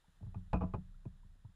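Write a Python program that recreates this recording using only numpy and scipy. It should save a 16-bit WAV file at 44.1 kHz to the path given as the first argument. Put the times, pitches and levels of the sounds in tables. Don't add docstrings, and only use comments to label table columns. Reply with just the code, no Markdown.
import sys
import numpy as np
from scipy import signal
from scipy.fft import rfft, irfft
from scipy.io import wavfile

SR = 44100
rng = np.random.default_rng(int(sys.argv[2]) if len(sys.argv) > 2 else 0)


def log_audio(samples):
    frames = np.atleast_2d(samples).T
    limited = np.clip(frames, -1, 1)
    pcm = np.round(limited * 32767).astype(np.int16)
    wavfile.write(sys.argv[1], SR, pcm)


N = 68355


def amp(db):
    return 10 ** (np.asarray(db) / 20)


def add(mix, s, sound):
    part = mix[max(round(s * SR), 0):][:len(sound)]
    part += sound[:len(part)]


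def noise(spectrum, size):
    hz, (f, db) = np.fft.rfftfreq(size, 1 / SR), np.transpose(spectrum)
    gain = amp(np.interp(np.log(hz + 1), np.log(f), db))
    x = irfft(rfft(rng.standard_normal(size)) * gain, size)
    return x / x.std()


def decay(t, t60):
    return np.exp(-np.log(1000) * t / t60)


def swell(t, peak_s):
    return t / peak_s * np.exp(1 - t / peak_s)


MODE_SCATTER_DB, MODE_DETUNE = 3.5, .002
def ring(modes, t, ring_share):
    chance = rng.standard_normal((len(modes), 2))
    return sum((-1) ** k * amp(db + MODE_SCATTER_DB * a) * decay(t, t60 * ring_share)
               * np.sin(2 * np.pi * hz * (1 + MODE_DETUNE * b) * t)
               for k, ((hz, db, t60), (a, b)) in enumerate(zip(modes, chance)))


AIR_DB, AIR_FADE_DB_PER_S = -77.5, -2
WHINE_HZ, WHINE_DB = 5020, -99
# f/Hz, relative level/dB per Hz
AIR_SPECTRUM = [(30, 10), (300, 0.5), (600, 0), (950, 1.5), (1400, 2), (1850, 2.5), (2200, -7), (3000, -4),
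                (3700, -1), (4600, -10), (6300, -11), (7300, -7), (8200, -14.5), (9600, -8.5), (11000, -13),
                (12000, -21), (14000, -16)]
def air(t):
    hiss = amp(AIR_DB + AIR_FADE_DB_PER_S * t) * noise(AIR_SPECTRUM, N)
    whine = amp(WHINE_DB) * np.sin(2 * np.pi * WHINE_HZ * t)
    return hiss + whine


WOBBLE_HZ, RUMBLE_RELATIVE_DB = 30.3, -5
# t/s, level/dB
DECK_LEVEL = [(0, -76), (.08, -72), (.2, -64.5), (.28, -50), (.5, -53.5), (.72, -42), (.88, -49.5),
              (1.02, -58), (1.1, -51), (1.3, -58), (1.55, -66)]
# f/Hz, relative level/dB per Hz
RUMBLE_SPECTRUM = [(10, -16.5), (22, -4), (31, 7.5), (44, -6), (60, -1), (100, -8.5), (190, -13),
                   (280, -39.5), (600, -52.5), (2000, -82)]
def deck(t):
    wobble = np.sin(2 * np.pi * WOBBLE_HZ * t)
    rumble = amp(RUMBLE_RELATIVE_DB) * noise(RUMBLE_SPECTRUM, N)
    level_db = np.interp(t, *np.transpose(DECK_LEVEL))
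    return amp(level_db) * (wobble + rumble)


PLIP_PEAK_S, PLIP_GLIDE_PER_S = 0.003, 16
# t/s, starting f/Hz, level/dB
BUBBLES = [(0.042, 800, -69.5), (.942, 1250, -71), (1.232, 907, -69.5), (1.447, 848, -64.5),
           (1.451, 1187, -75.5)]
def plips(t):
    out, t = np.zeros(N), t[:SR // 20]
    for s, hz, db in BUBBLES:
        phase = 2 * np.pi * hz * t * (1 + PLIP_GLIDE_PER_S * t / 2)
        add(out, s, amp(db) * swell(t, PLIP_PEAK_S) * np.sin(phase))
    return out


CLICK_RISE_S = 0.00022
# f/Hz, relative level/dB, t60/s
CLICK_MODES = [(725, -0.5, 0.015), (1160, -3.5, 0.003), (2464, -15, 0.023), (3530, -14.5, 0.0046),
               (5320, -26.5, 0.0038), (6540, -15, 0.0016), (10000, -23.5, 0.0016)]
def click(t):
    onset = 1 - np.exp(-(t / CLICK_RISE_S) ** 2)
    return onset * sum(amp(db) * decay(t, t60) * np.sin(2 * np.pi * hz * t)
                       for hz, db, t60 in CLICK_MODES)


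SHELL_DB, CROWD_DB, CRACK_DB = -8.5, -1.5, 0.5
CROWD_FREE_T60_S, CRACK_T60_S, CLACK_RISE_S = 0.099, 0.019, 0.0022
# f/Hz, relative level/dB, free t60/s
SHELL_MODES = [(448, -14, 0.18), (485, -7, 0.14), (565, -16.5, .12), (648.2, -1, 0.11), (706, -7, 0.13),
               (809.6, -6, 0.092), (861, -7, 0.13), (1001, -4.5, 0.12), (1170, -4, 0.069),
               (1317, -13, 0.13), (1448, -13, 0.067), (2506, -16, 0.13), (2560, -15, 0.051)]
# f/Hz, relative level/dB per Hz
CROWD_SPECTRUM = [(100, 5), (300, 5), (650, -1.5), (1200, -1.5), (1800, -16), (2200, -17.5), (2550, -6.5),
                  (3200, -20.5), (6000, -19), (12000, -27.5)]
# f/Hz, relative level/dB per Hz
CRACK_SPECTRUM = [(100, -8), (400, -18), (750, 18.5), (1200, 6), (1900, -9.5), (2700, -5), (4000, -21),
                  (6500, -15), (12000, -11.5)]
def clack(t, bright_hz, ring_share):
    panels = amp(SHELL_DB) * ring(SHELL_MODES, t, ring_share)
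    crowd = amp(CROWD_DB) * noise(CROWD_SPECTRUM, len(t)) * decay(t, CROWD_FREE_T60_S * ring_share)
    crack = amp(CRACK_DB) * noise(CRACK_SPECTRUM, len(t)) * decay(t, CRACK_T60_S)
    onset = np.minimum(t / CLACK_RISE_S, 1)
    lowpass = signal.butter(2, min(bright_hz, SR / 3), fs=SR)
    return signal.lfilter(*lowpass, (panels + crowd + crack) * onset)


THUD_PEAK_CYCLES, THUD_SAG = 0.71, 0.18
def thud(t, hz):
    peak_s = THUD_PEAK_CYCLES / hz
    pitch = hz * (1 + THUD_SAG * (2 * np.exp(-t / (2 * peak_s)) - 1))
    return swell(t, peak_s) * np.sin(2 * np.pi * np.cumsum(pitch) / SR)


BOOM_RISE_S = 0.0061
# f/Hz, relative level/dB, free t60/s
HULL_MODES = [(61.2, 0.5, .6), (89, 3, 0.4), (110.1, -8, .28), (145, -6.5, 0.21), (181.4, 4.5, 0.3),
              (200.8, -11, 0.18), (232.5, -22.5, 0.34), (313.3, -15, 0.2), (409.4, -15.5, .17)]
def boom(t, ring_share):
    return ring(HULL_MODES, t, ring_share) * (1 - np.exp(-t / BOOM_RISE_S)) / 2


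BASS_LAG_S = .003
# t/s, thud level/dB, thud f/Hz, boom level/dB, share of the free
# ring time (a lingering contact damps it), clack level/dB, clack cutoff f/Hz, click level/dB
HULL_BUMPS = [ (0.077, -66.5, 177, -62, 0.39, -97, 700, -89),
              (.208, -55, 181, -47.5, 0.71, -66.5, 850, -64),
              (0.227, -41, 102.6, -48.5, 0.95, -61, 950, -101),
              (.264, -39, 106.5, -45.5, .9, -63.5, 970, -81), (.345, -68, 94, -60.5, 1.23, -54, 1470, -49),
              (.354, -36.5, 107, -40.5, 1.03, -63.5, 596, -95),
              (.530, -29, 115.4, -31.5, 0.9, -32.5, 1480, -60),
              (0.5323, -33.5, 65.7, -42.5, 0.96, -32.5, 1540, -28),
              (0.537, -26.5, 145, -32.5, 1.36, -37, 1550, -37.5),
              (.553, -41.5, 253, -40.5, 1.4, -49.5, 2370, -67.5),
              (.609, -32, 73.7, -33.5, 0.82, -36.5, 1180, -47),
              (.615, -37, 115.4, -51.5, 0.84, -41.5, 1200, -53),
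              (0.623, -41.5, 396, -63, 2, -45, 1420, -58.5),
              (.635, -33.5, 169.6, -32.5, 0.72, -37.5, 643, -78.5),
              (0.7374, -32.5, 91.6, -36.5, 0.67, -33, 1300, -44.5),
              (0.743, -39.5, 216, -57.5, 0.72, -38, 1190, -50),
              (.778, -43.5, 173, -38.5, 0.58, -62, 687, -96),
              (1.054, -42.5, 260, -57.5, 0.74, -52.5, 1150, -55),
              (1.059, -35.5, 131, -41.5, 0.55, -74, 478, -85), (1.244, -58, 133, -56.5, .7, -80, 618, -95),
              (1.352, -67, 222.6, -67.5, .6, -69, 640, -86),
              (1.445, -43.5, 110.3, -55.5, 0.44, -67.5, 884, -78.5),
              (1.483, -53.5, 87, -56, 0.35, -84, 583, -103)]
def bumps(t):
    out, t = np.zeros(N), t[:SR]
    for s, thud_db, thud_hz, boom_db, ring_share, clack_db, bright_hz, click_db in HULL_BUMPS:
        bass = amp(thud_db) * thud(t, thud_hz) + amp(boom_db) * boom(t, ring_share)
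        add(out, s, amp(click_db) * click(t[:SR // 20]))
        add(out, s, amp(clack_db) * clack(t[:SR // 2], bright_hz, ring_share))
        add(out, s + BASS_LAG_S, bass)
    return out


RATTLE_RISE_S = 0.0029
# f/Hz, relative level/dB, free t60/s
FITTING_MODES = [(2471, -1, 0.055), (2577, -8, 0.054), (2770, -10, 0.02), (1333, 1, 0.063)]
# t/s, level/dB
FITTING_TOUCHES = [(.543, -49), (.556, -55.5), (0.569, -53), (.620, -62.5), (0.745, -58.5)]
def rattles(t):
    out, t = np.zeros(N), t[:SR // 10]
    onset = np.minimum(t / RATTLE_RISE_S, 1)
    for s, db in FITTING_TOUCHES:
        add(out, s, amp(db) * ring(FITTING_MODES, t, ring_share=0.78) * onset)
    return out


def scene():
    t = np.arange(N) / SR
    return (bumps(t) + plips(t) + deck(t) + air(t) + rattles(t))[None]


EDGE_HZ = 14200
def record(dry):
    lowpass = signal.firwin(511, EDGE_HZ, window=("kaiser", 9), fs=SR)
    return signal.oaconvolve(dry, lowpass[None], "same")


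dry = scene()
out = record(dry)
log_audio(out)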